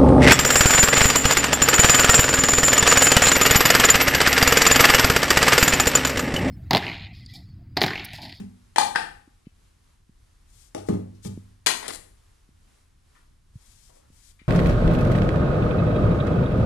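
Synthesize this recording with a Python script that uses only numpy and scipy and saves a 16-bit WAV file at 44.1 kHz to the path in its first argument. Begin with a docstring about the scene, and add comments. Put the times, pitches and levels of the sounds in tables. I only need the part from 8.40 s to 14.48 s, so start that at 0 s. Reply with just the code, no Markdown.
"""Plastic clacks, booms and clatters in a small tiled bathroom: a cat bats bottles about on a shelf.
A tube drops to the floor and bounces with a hollow note. Two bottles topple onto the shelf and set
the cupboard booming; one falls and clatters on the tiles, the other is pushed along, brushing faintly.
The hand-held phone adds soft bumps over rumble and hiss; its right microphone is muffled."""
import sys
import numpy as np
from scipy import signal
from scipy.fft import rfft, irfft, next_fast_len
from scipy.io import wavfile
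from scipy.ndimage import map_coordinates

SR = 44100
rng = np.random.default_rng(int(sys.argv[2]) if len(sys.argv) > 2 else 0)


def bounce(signal):
    """Save signal as a 16-bit WAV file at the path given by the first command-line argument."""
    frames = np.transpose(np.atleast_2d(signal))
    limited = np.clip(frames, -1, 1)
    pcm = np.round(limited * 32767).astype(np.int16)
    wavfile.write(sys.argv[1], SR, pcm)


N = 268128
T = np.arange(SR) / SR  # seconds since a contact

# Hand bumps. Each row: start in seconds, envelope peak in dB, frequency in Hz, cycles to the peak.
HAND_BUMPS = [(0.875, -46, 275, 0.91), (1.069, -31.5, 188, 0.47), (1.694, -42.5, 159.4, 0.37),
              (2.975, -25, 201, 0.37), (4.090, -45, 148.2, 0.25), (5.155, -31.5, 110, 0.61),
              (5.702, -44.5, 143, 0.21), (6.016, -43, 202, 0.39)]
# Grazes on the shelf. Each row: start in seconds, level in dB, band centre in Hz.
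SHELF_SCUFFS = [(1.051, -64, 2620), (2.745, -63, 4403), (4.750, -55.5, 1388), (5.49, -55, 625),
                (5.552, -56.5, 576), (5.623, -63, 898), (5.99, -52.5, 2130)]
# A bottle slides or tips. Each row: start in seconds, length in seconds, level at full speed in dB.
SHELF_SLIDES = [(2.049, 0.25, -54), (2.452, 0.036, -50.5), (2.82, 0.065, -41.5), (5.11, 0.3, -56.5),
                (5.3, 0.22, -56), (5.46, 0.16, -59.5), (5.67, 0.2, -57), (5.805, 0.12, -52.5)]
# Knocks on the shelf. Each row: start in seconds, boom in dB, its centre in Hz, board ring in dB,
# its centre in Hz, thump in dB, bottle ring in dB, click in dB, click T60 in seconds.
SHELF_KNOCKS = [(-0.002, -27.5, 179.2, -49.5, 410, -46, -51.5, -48.5, 0.069),
                (2.3477, -36.5, 95, -31, 320.5, -43, -30, -36, 0.0077),
                (2.378, -43.5, 100, -44, 330, -50.5, -37.5, -47, 0.029),
                (2.4858, -15.5, 150.2, -17, 397, -23.5, -31, -39.5, 0.059),
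                (2.534, -31, 215, -31.5, 370, -36.5, -49, -50, 0.027),
                (2.849, -24, 126.1, -35, 440, -38, -47.5, -44.5, 0.027)]
# The tube hits the floor; the faint row at 0.416 s is the landing's echo off the tiles.
# Each row: start in seconds, clack in dB, treble tilt in dB per octave, hollow note in dB,
# its centre in Hz, wall ring in dB.
TUBE_HITS_AND_ECHO = [(0.3600, -23.5, -4, -22, 900, -40), (0.3828, -15, -1.5, -7, 880, -37),
                      (0.4160, -32, -1, -17, 830, -40), (0.5507, -39.5, -2.5, -36.5, 800, -29),
                      (0.5579, -23, -5.5, -18, 760, -17.5)]
# The bottle rattles between bounces. Each row: start in seconds, length in seconds, ticks in dB,
# treble tilt in dB per octave, body ring in dB.
BOTTLE_SKITTERS = [(3.288, 0.034, -25, -1, -40), (3.416, 0.055, -32, -4.5, -40),
                   (3.485, 0.029, -30, -4.5, -36.5), (3.524, 0.04, -31.5, 7.5, -45)]
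# The bottle hits the floor. Each row: start in seconds, clack in dB, treble tilt in dB per octave,
# body ring in dB, wall ring in dB.
BOTTLE_HITS = [(3.2617, -17.5, 1, -29.5, -40.5), (3.268, -12, 1.5, -35, -25),
               (3.2750, -19, 0.5, -42.5, -25), (3.285, -30.5, 0.5, -33.5, -22),
               (3.3067, -26, -2.5, -43, -31), (3.428, -37.5, -6.5, -44.5, -45),
               (3.48, -27, 10.5, -36, -38.5), (3.533, -37.5, 5, -47, -52)]

# Resonances. Each row: frequency in Hz, relative level in dB, T60 in seconds.
TUBE_HOLLOW_MODES = [(414.6, -7, 0.12), (689, -18, .35), (716, -13, .38), (740, -9, .4), (794, -7, .43),
                     (818, -6, .45), (855, -4, .42), (888, -4, .36), (912, -5, .3), (865, 7, .028)]  # includes the room's standing waves around the tube's note
TUBE_WALL_MODES = [(1350, -8, 0.025), (1500, -3.5, 0.057), (1620, 4, 0.03), (1700, -4.5, 0.025),
                   (1784, 3.5, 0.028), (2060, -12.5, 0.031), (3280, -20, 0.0053), (3970, -13.5, .012),
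                   (4412, -20, 0.012)]
BOTTLE_BODY_MODES = [(295, -1, 0.015), (354, -5.5, 0.031), (422, -6, 0.048), (505, -6.5, 0.064),
                     (632, -3, 0.05), (827, -1, 0.028), (880, -6.5, .035), (1110, -12, 0.014),
                     (1460, -13.5, 0.0088), (2050, -14, 0.012)]
BOTTLE_WALL_MODES = [(920, -3.5, 0.073), (1083, 0, 0.11), (1384, 1.5, .08), (1530, -5, .07),
                     (1886, 3.5, .12), (2005, 2, 0.072), (2420, -0.5, 0.06), (2870, -1.5, .06),
                     (3300, -1.5, .05), (4100, 8.5, 0.1), (4380, 0, 0.068), (6000, -3.5, .05)]
BOARD_MODES = [(288.4, -2.5, .38), (334.3, 1.5, 0.18), (403, -1.5, .3), (431, -4.5, 0.27), (447, -3, 0.28),
               (500, -7, 0.19), (555, -8.5, 0.22), (618, -10, 0.2), (810, -6, 0.2), (1061, -3, 0.2),
               (1228, 3, 0.25)]
CUPBOARD_MODES = [(62, -15, 0.3), (80, -9, 0.55), (99.2, -3.5, 0.75), (124, -6, 0.28), (186.2, -2.5, 0.48),
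                  (199.8, 5, 0.29), (243, -7.5, 0.63)]

# Noise spectra. Each row: frequency in Hz, relative spectral density in dB.
BACKGROUND_SPECTRUM = [(12, -34), (20, 3), (88, -3.5), (174, -18), (249, -19), (345, -23.5), (648, -29.5),
                       (1090, -27), (1320, -29), (1990, -31), (2410, -32.5), (3850, -33), (10600, -36),
                       (12800, -44.5), (13900, -64)]
BRUSH_SPECTRUM = [(300, -7), (1000, -11), (2500, 1.5), (4500, 7), (8200, 10.5), (11000, 3.5), (14000, -3)]
THUMP_SPECTRUM = [(25, -43.5), (60, -19.5), (110, -7), (160, -10), (300, 0.5), (450, -3), (700, -11),
                  (1500, -20), (4000, -32.5)]
CLICK_SPECTRUM = [(100, -7.5), (500, -1), (1500, 0.5), (3000, -0.5), (4500, 0), (9500, -4), (12500, -13),
                  (14000, -10.5)]
TUBE_CLACK_SPECTRUM = [(40, -41), (130, -26), (300, -10.5), (500, 0), (750, 5), (1100, -2), (2200, -0.5),
                       (4200, 1.5), (6000, -3), (9800, -4), (10900, -11.5), (14000, -18.5)]
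BOTTLE_CLACK_SPECTRUM = [(40, -38.5), (200, -19), (320, -10.5), (520, -3.5), (800, 1), (2200, 0.5),
                         (4200, 1.5), (6000, -2.5), (9300, -2.5), (11000, -9), (12700, -18.5), (14000, -26)]

# Stereo likeness. Each row: frequency in Hz, left-right correlation.
BACKGROUND_CORRELATION = [(80, 1), (200, 0.3), (520, -0.41), (1400, 0.26), (4500, 0.45)]
TILE_CORRELATION = [(150, 0.85), (450, 1), (1200, 0.18), (2500, 0.06), (6000, 0.038)]
# Background balance. Each row: frequency in Hz, left minus right in dB.
BACKGROUND_BALANCE_DB = [(60, 1), (180, -4), (520, 1.5), (1550, 1.5), (4570, 0), (13500, 0)]
# Room decay. Each row: frequency in Hz, T60 in seconds.
TILE_T60_S = [(100, 0.82), (400, 0.44), (900, 0.45), (2000, .42), (5000, 0.36), (12000, 0.46)]
# Muffling of the right port. Each row: frequency in Hz, gain in dB.
MUFFLE_GAIN_DB = [(130, 1), (250, 0), (450, -3), (850, -8), (1500, -6.5), (3000, -9.5), (5200, -20.5),
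                  (6200, -23.5), (8500, -25.5), (10500, -36), (12500, -43)]
# Further lag of the right port. Each row: frequency in Hz, phase lag in radians.
MUFFLE_LAG_RAD = [(60, -0.3), (130, -0.25), (200, 0.17), (290, 0.25), (360, 0.68), (620, 0.8), (820, 1.65),
                  (1500, 0.7)]


def amp(db):
    """Decibels to gain."""
    return 10 ** (np.asarray(db) / 20)


def unit_rms(x):
    """Scale to rms 1."""
    return x / np.sqrt(np.mean(x ** 2) + 1e-20)


def unit_blow(x):
    """Scale to the energy of 10 ms at rms 1."""
    return x / np.linalg.norm(x) * np.sqrt(SR / 100)


def decay(t, t60_s):
    """Exponential fall, 60 dB in t60_s."""
    return 1000. ** (-t / np.maximum(t60_s, 1e-3))


def attack(rise_s):
    """Exponential rise to 1."""
    return 1 - np.exp(-T / rise_s)


def wobble(knots):
    """Smooth random curve, read at positions counted in knots."""
    return map_coordinates(rng.standard_normal(1024), [knots], mode="wrap")


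def curve(points, hz):
    """Interpolate (Hz, value) points on a log axis."""
    point_hz, values = np.transpose(points)
    return np.interp(np.log(hz + 1), np.log(point_hz + 1), values)


def tilted(spectrum, tilt_db_oct, corner_hz=1500):
    """Response of a contact; its hardness tilts the treble above the corner."""
    return lambda hz: amp(curve(spectrum, hz) + tilt_db_oct * np.log2(1 + hz / corner_hz))


def filtered(x, response):
    """Apply a frequency response."""
    n = x.shape[-1]
    padded = next_fast_len(n + SR // 4)
    return irfft(rfft(x, padded) * response(np.fft.rfftfreq(padded, 1 / SR)), padded)[..., :n]


def add(track, start_s, sound):
    """Mix a sound in at start_s."""
    start = round(start_s * SR)
    first, last = max(start, 0), min(start + sound.shape[-1], N)
    track[..., first:last] += sound[..., first - start:last - start]


def stereo_noise(correlation, size):
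    """Two noises whose correlation depends on frequency."""
    def mid_side_gains(hz):
        angle_rad = np.arccos(np.clip(curve(correlation, hz), -1, 1)) / 2
        return np.array([np.cos(angle_rad), np.sin(angle_rad)])
    mid, side = filtered(rng.standard_normal((2, size)), mid_side_gains)
    return np.array([mid + side, mid - side])


def burst(colour, t60_s, rise_s, ripple_db=2, spacing_hz=90):
    """Dense, heavily damped modes of uneven strength: fast-dying coloured noise."""
    rippled = lambda hz: colour(hz) * amp(ripple_db * wobble(hz / spacing_hz))
    noise = filtered(rng.standard_normal(SR), rippled)
    return unit_blow(noise * decay(T, t60_s) * attack(rise_s))


def clack(spectrum, tilt_db_oct, t60_s):
    """The sound of hard plastic on the tiles."""
    return burst(tilted(spectrum, tilt_db_oct), t60_s, rise_s=0.0003, ripple_db=1.33, spacing_hz=110.5)


def ring(modes, corner_hz, rise_s=0.00093, scatter_db=1.5, detune=0.003):
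    """Damped modes of alternating sign, varied per blow; soft contacts weaken those above the corner."""
    partials = np.zeros(SR)
    for k, (hz, db, t60_s) in enumerate(modes):
        level_draw, pitch_draw = rng.standard_normal(2)
        gain = (-1) ** k * amp(db + scatter_db * level_draw) / np.hypot(1, (hz / corner_hz) ** 2)
        partials += gain * np.cos(2 * np.pi * hz * (1 + detune * pitch_draw) * T) * decay(T, t60_s)
    return unit_blow(partials * attack(rise_s))


def resound(modes, centre_hz, falloff_db_oct, rise_s, scatter_db=1.2):
    """Large resonances start together and beat; the place of the blow favours those near centre_hz."""
    partials = np.zeros(SR)
    for hz, db, t60_s in modes:
        octaves_off = np.abs(np.log2(hz / centre_hz))
        gain = amp(db + scatter_db * rng.standard_normal() - falloff_db_oct * octaves_off)
        partials += gain * np.sin(2 * np.pi * hz * T) * decay(T, t60_s)
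    return unit_blow(partials * attack(rise_s))


def bathroom(x, wet_db, build_s=0.00047):
    """Direct sound plus the tiles' fast-building stereo reverberation."""
    hz, t, bins = signal.stft(stereo_noise(TILE_CORRELATION, SR), SR, nperseg=256)
    bins *= decay(t, curve(TILE_T60_S, hz)[:, None])
    tail = signal.istft(bins, SR, nperseg=256)[1][:SR, :SR] * attack(build_s)
    wet = signal.fftconvolve(x[None], tail, axes=1)[:, :len(x)]
    return x + amp(wet_db) * wet * np.linalg.norm(x) / np.linalg.norm(wet[0])


def background(level_db=-57, swell_db=2, swell_per_s=12, waver_db=1.82, waver_per_s=8):
    """Faint, wavering hiss over an unsteady low rumble."""
    sides_db = lambda hz: np.outer([.5, -.5], curve(BACKGROUND_BALANCE_DB, hz))
    colour = lambda hz: amp(curve(BACKGROUND_SPECTRUM, hz) + sides_db(hz))
    noise = unit_rms(filtered(stereo_noise(BACKGROUND_CORRELATION, N), colour))
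    rumble = filtered(noise, lambda hz: 1 / (1 + (hz / 300) ** 4))
    hiss = noise - rumble
    t = np.arange(N) / SR
    swell = amp(swell_db * wobble(t * swell_per_s))
    waver = amp(waver_db * wobble(t * waver_per_s))
    return amp(level_db) * (hiss * waver + rumble * swell)


def hand_bumps():
    """Each touch rocks the phone for a cycle or two, alike in both ports."""
    out = np.zeros(N)
    for start_s, db, hz, cycles_to_peak in HAND_BUMPS:
        age = T * hz / cycles_to_peak
        envelope = (age * np.exp(1 - age)) ** 2
        add(out, start_s, amp(db) * envelope * np.sin(2 * np.pi * hz * T))
    return out


def shelf_scuffs(q=1.17):
    """Paw and plastic graze the shelf: short, soft rubs, each in its own band."""
    out = np.zeros((2, N))
    for start_s, db, centre_hz in SHELF_SCUFFS:
        band = lambda hz: 1 / (1 + (q * (hz / centre_hz - centre_hz / (hz + 1))) ** 2)
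        rub = amp(db) * burst(band, t60_s=0.071, rise_s=0.018)
        add(out, start_s, bathroom(rub, wet_db=1.0))
    return out


def shelf_slides(peak_skew=1.8, speed_power=0.66, grip_db=1.34, grip_per_s=70):
    """A pushed bottle speeds up and slows; its brushing follows the speed and the uneven grip."""
    out = np.zeros((2, N))
    for start_s, length_s, db in SHELF_SLIDES:
        speed = np.abs(np.sin(np.pi * np.clip(T / length_s, 0, 1) ** peak_skew))
        gain = amp(db + grip_db * wobble(T * grip_per_s)) * speed ** speed_power
        brush = unit_rms(filtered(rng.standard_normal(SR), lambda hz: amp(curve(BRUSH_SPECTRUM, hz))))
        add(out, start_s, bathroom(gain * brush, wet_db=-6.5))
    return out


def shelf_knocks():
    """Toppling bottles click, ring, shake the shelf board and set the cupboard under it booming."""
    out = np.zeros((2, N))
    click_colour = lambda hz: amp(curve(CLICK_SPECTRUM, hz))
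    for (start_s, boom_db, boom_hz, board_db, board_hz,
         thump_db, bottle_db, click_db, click_t60_s) in SHELF_KNOCKS:
        boom = amp(boom_db) * resound(CUPBOARD_MODES, boom_hz, falloff_db_oct=8.5, rise_s=0.011)
        board = amp(board_db) * resound(BOARD_MODES, board_hz, falloff_db_oct=13.5, rise_s=0.0027)
        thump_colour = lambda hz: amp(curve(THUMP_SPECTRUM, hz)) / np.hypot(1, hz / board_hz)
        thump = amp(thump_db) * burst(thump_colour, t60_s=0.06, rise_s=0.001, ripple_db=1)
        bottle = amp(bottle_db) * ring(BOTTLE_BODY_MODES, corner_hz=4068)
        click = amp(click_db) * burst(click_colour, click_t60_s, rise_s=0.0011, ripple_db=1.5)
        add(out, start_s, boom + bathroom(board, wet_db=-11.5))
        add(out, start_s, bathroom(thump + bottle, wet_db=0.5) + bathroom(click, wet_db=1.0))
    return out


def tube_drop():
    """The tube lands, echoes off the tiles and bounces: clack, wall ring and a lingering hollow note."""
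    out = np.zeros((2, N))
    for start_s, clack_db, tilt_db_oct, hollow_db, centre_hz, wall_db in TUBE_HITS_AND_ECHO:
        snap = amp(clack_db) * clack(TUBE_CLACK_SPECTRUM, tilt_db_oct, t60_s=0.026)
        hollow = amp(hollow_db) * resound(TUBE_HOLLOW_MODES, centre_hz, falloff_db_oct=15, rise_s=0.0008)
        wall = amp(wall_db) * ring(TUBE_WALL_MODES, corner_hz=8038)
        add(out, start_s, bathroom(snap, wet_db=2.5, build_s=0.004))
        add(out, start_s, bathroom(hollow, wet_db=-12.5) + bathroom(wall, wet_db=-2.5))
    return out


def bottle_skitters(taps_per_s=260, scatter_db=3.5, max_taps=64):
    """The bottle rattles over the floor in runs of light, uneven contacts that ring its body."""
    out = np.zeros((2, N))
    for start_s, length_s, ticks_db, tilt_db_oct, body_db in BOTTLE_SKITTERS:
        tap_s = (np.arange(max_taps) + rng.random(max_taps)) / taps_per_s
        gains = amp(scatter_db * rng.standard_normal(max_taps))
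        in_run = tap_s < length_s
        taps = np.bincount((tap_s[in_run] * SR).astype(int), weights=gains[in_run], minlength=SR)
        envelope = signal.fftconvolve(taps, decay(T, t60_s=0.015))[:SR]
        ticks = filtered(envelope * rng.standard_normal(SR), tilted(BOTTLE_CLACK_SPECTRUM, tilt_db_oct))
        body = signal.fftconvolve(taps, ring(BOTTLE_BODY_MODES, corner_hz=380))[:SR]
        rattle = amp(ticks_db) * unit_blow(ticks) + amp(body_db) * unit_blow(body)
        add(out, start_s, bathroom(rattle, wet_db=-6.0))
    return out


def bottle_crashes():
    """The stiff bottle lands end over end: bright clacks with a brief ring of body and wall."""
    out = np.zeros((2, N))
    for start_s, clack_db, tilt_db_oct, body_db, wall_db in BOTTLE_HITS:
        body = amp(body_db) * ring(BOTTLE_BODY_MODES, corner_hz=430)
        wall = amp(wall_db) * ring(BOTTLE_WALL_MODES, corner_hz=8870)
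        contact = amp(clack_db) * clack(BOTTLE_CLACK_SPECTRUM, tilt_db_oct, t60_s=0.033)
        add(out, start_s, bathroom(contact + body + wall, wet_db=-2.0, build_s=0.0019))
    return out


def muffled_port(x, delay_s=0.00054, smear_hz=1700, smear_rad=1.6, spacing_hz=450):
    """The right port hears late and dull, its phase scattered above smear_hz."""
    def response(hz):
        treble = 1 - 1 / np.hypot(1, (hz / smear_hz) ** 4)
        scatter_rad = smear_rad * wobble(hz / spacing_hz) * treble
        lag_rad = 2 * np.pi * hz * delay_s + curve(MUFFLE_LAG_RAD, hz) + scatter_rad
        return amp(curve(MUFFLE_GAIN_DB, hz)) * np.exp(-1j * lag_rad)
    return filtered(x, response)


def scene():
    """Floor and shelf sounds, clear on the left and muffled on the right, over bumps and background."""
    floor = tube_drop() + bottle_crashes() + bottle_skitters()
    left, right = floor + shelf_knocks() + shelf_slides() + shelf_scuffs()
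    return np.array([left, muffled_port(right)]) + hand_bumps() + background()


def record(dry):
    """The phone rounds off the highest peaks and cuts everything above its band limit."""
    ceiling, top_hz = 0.95, 13050
    rounded = dry / (1 + (dry / ceiling) ** 6) ** (1 / 6)
    return filtered(rounded, lambda hz: 1 / np.hypot(1, (hz / top_hz) ** 70))


dry = scene()
out = record(dry)
bounce(out)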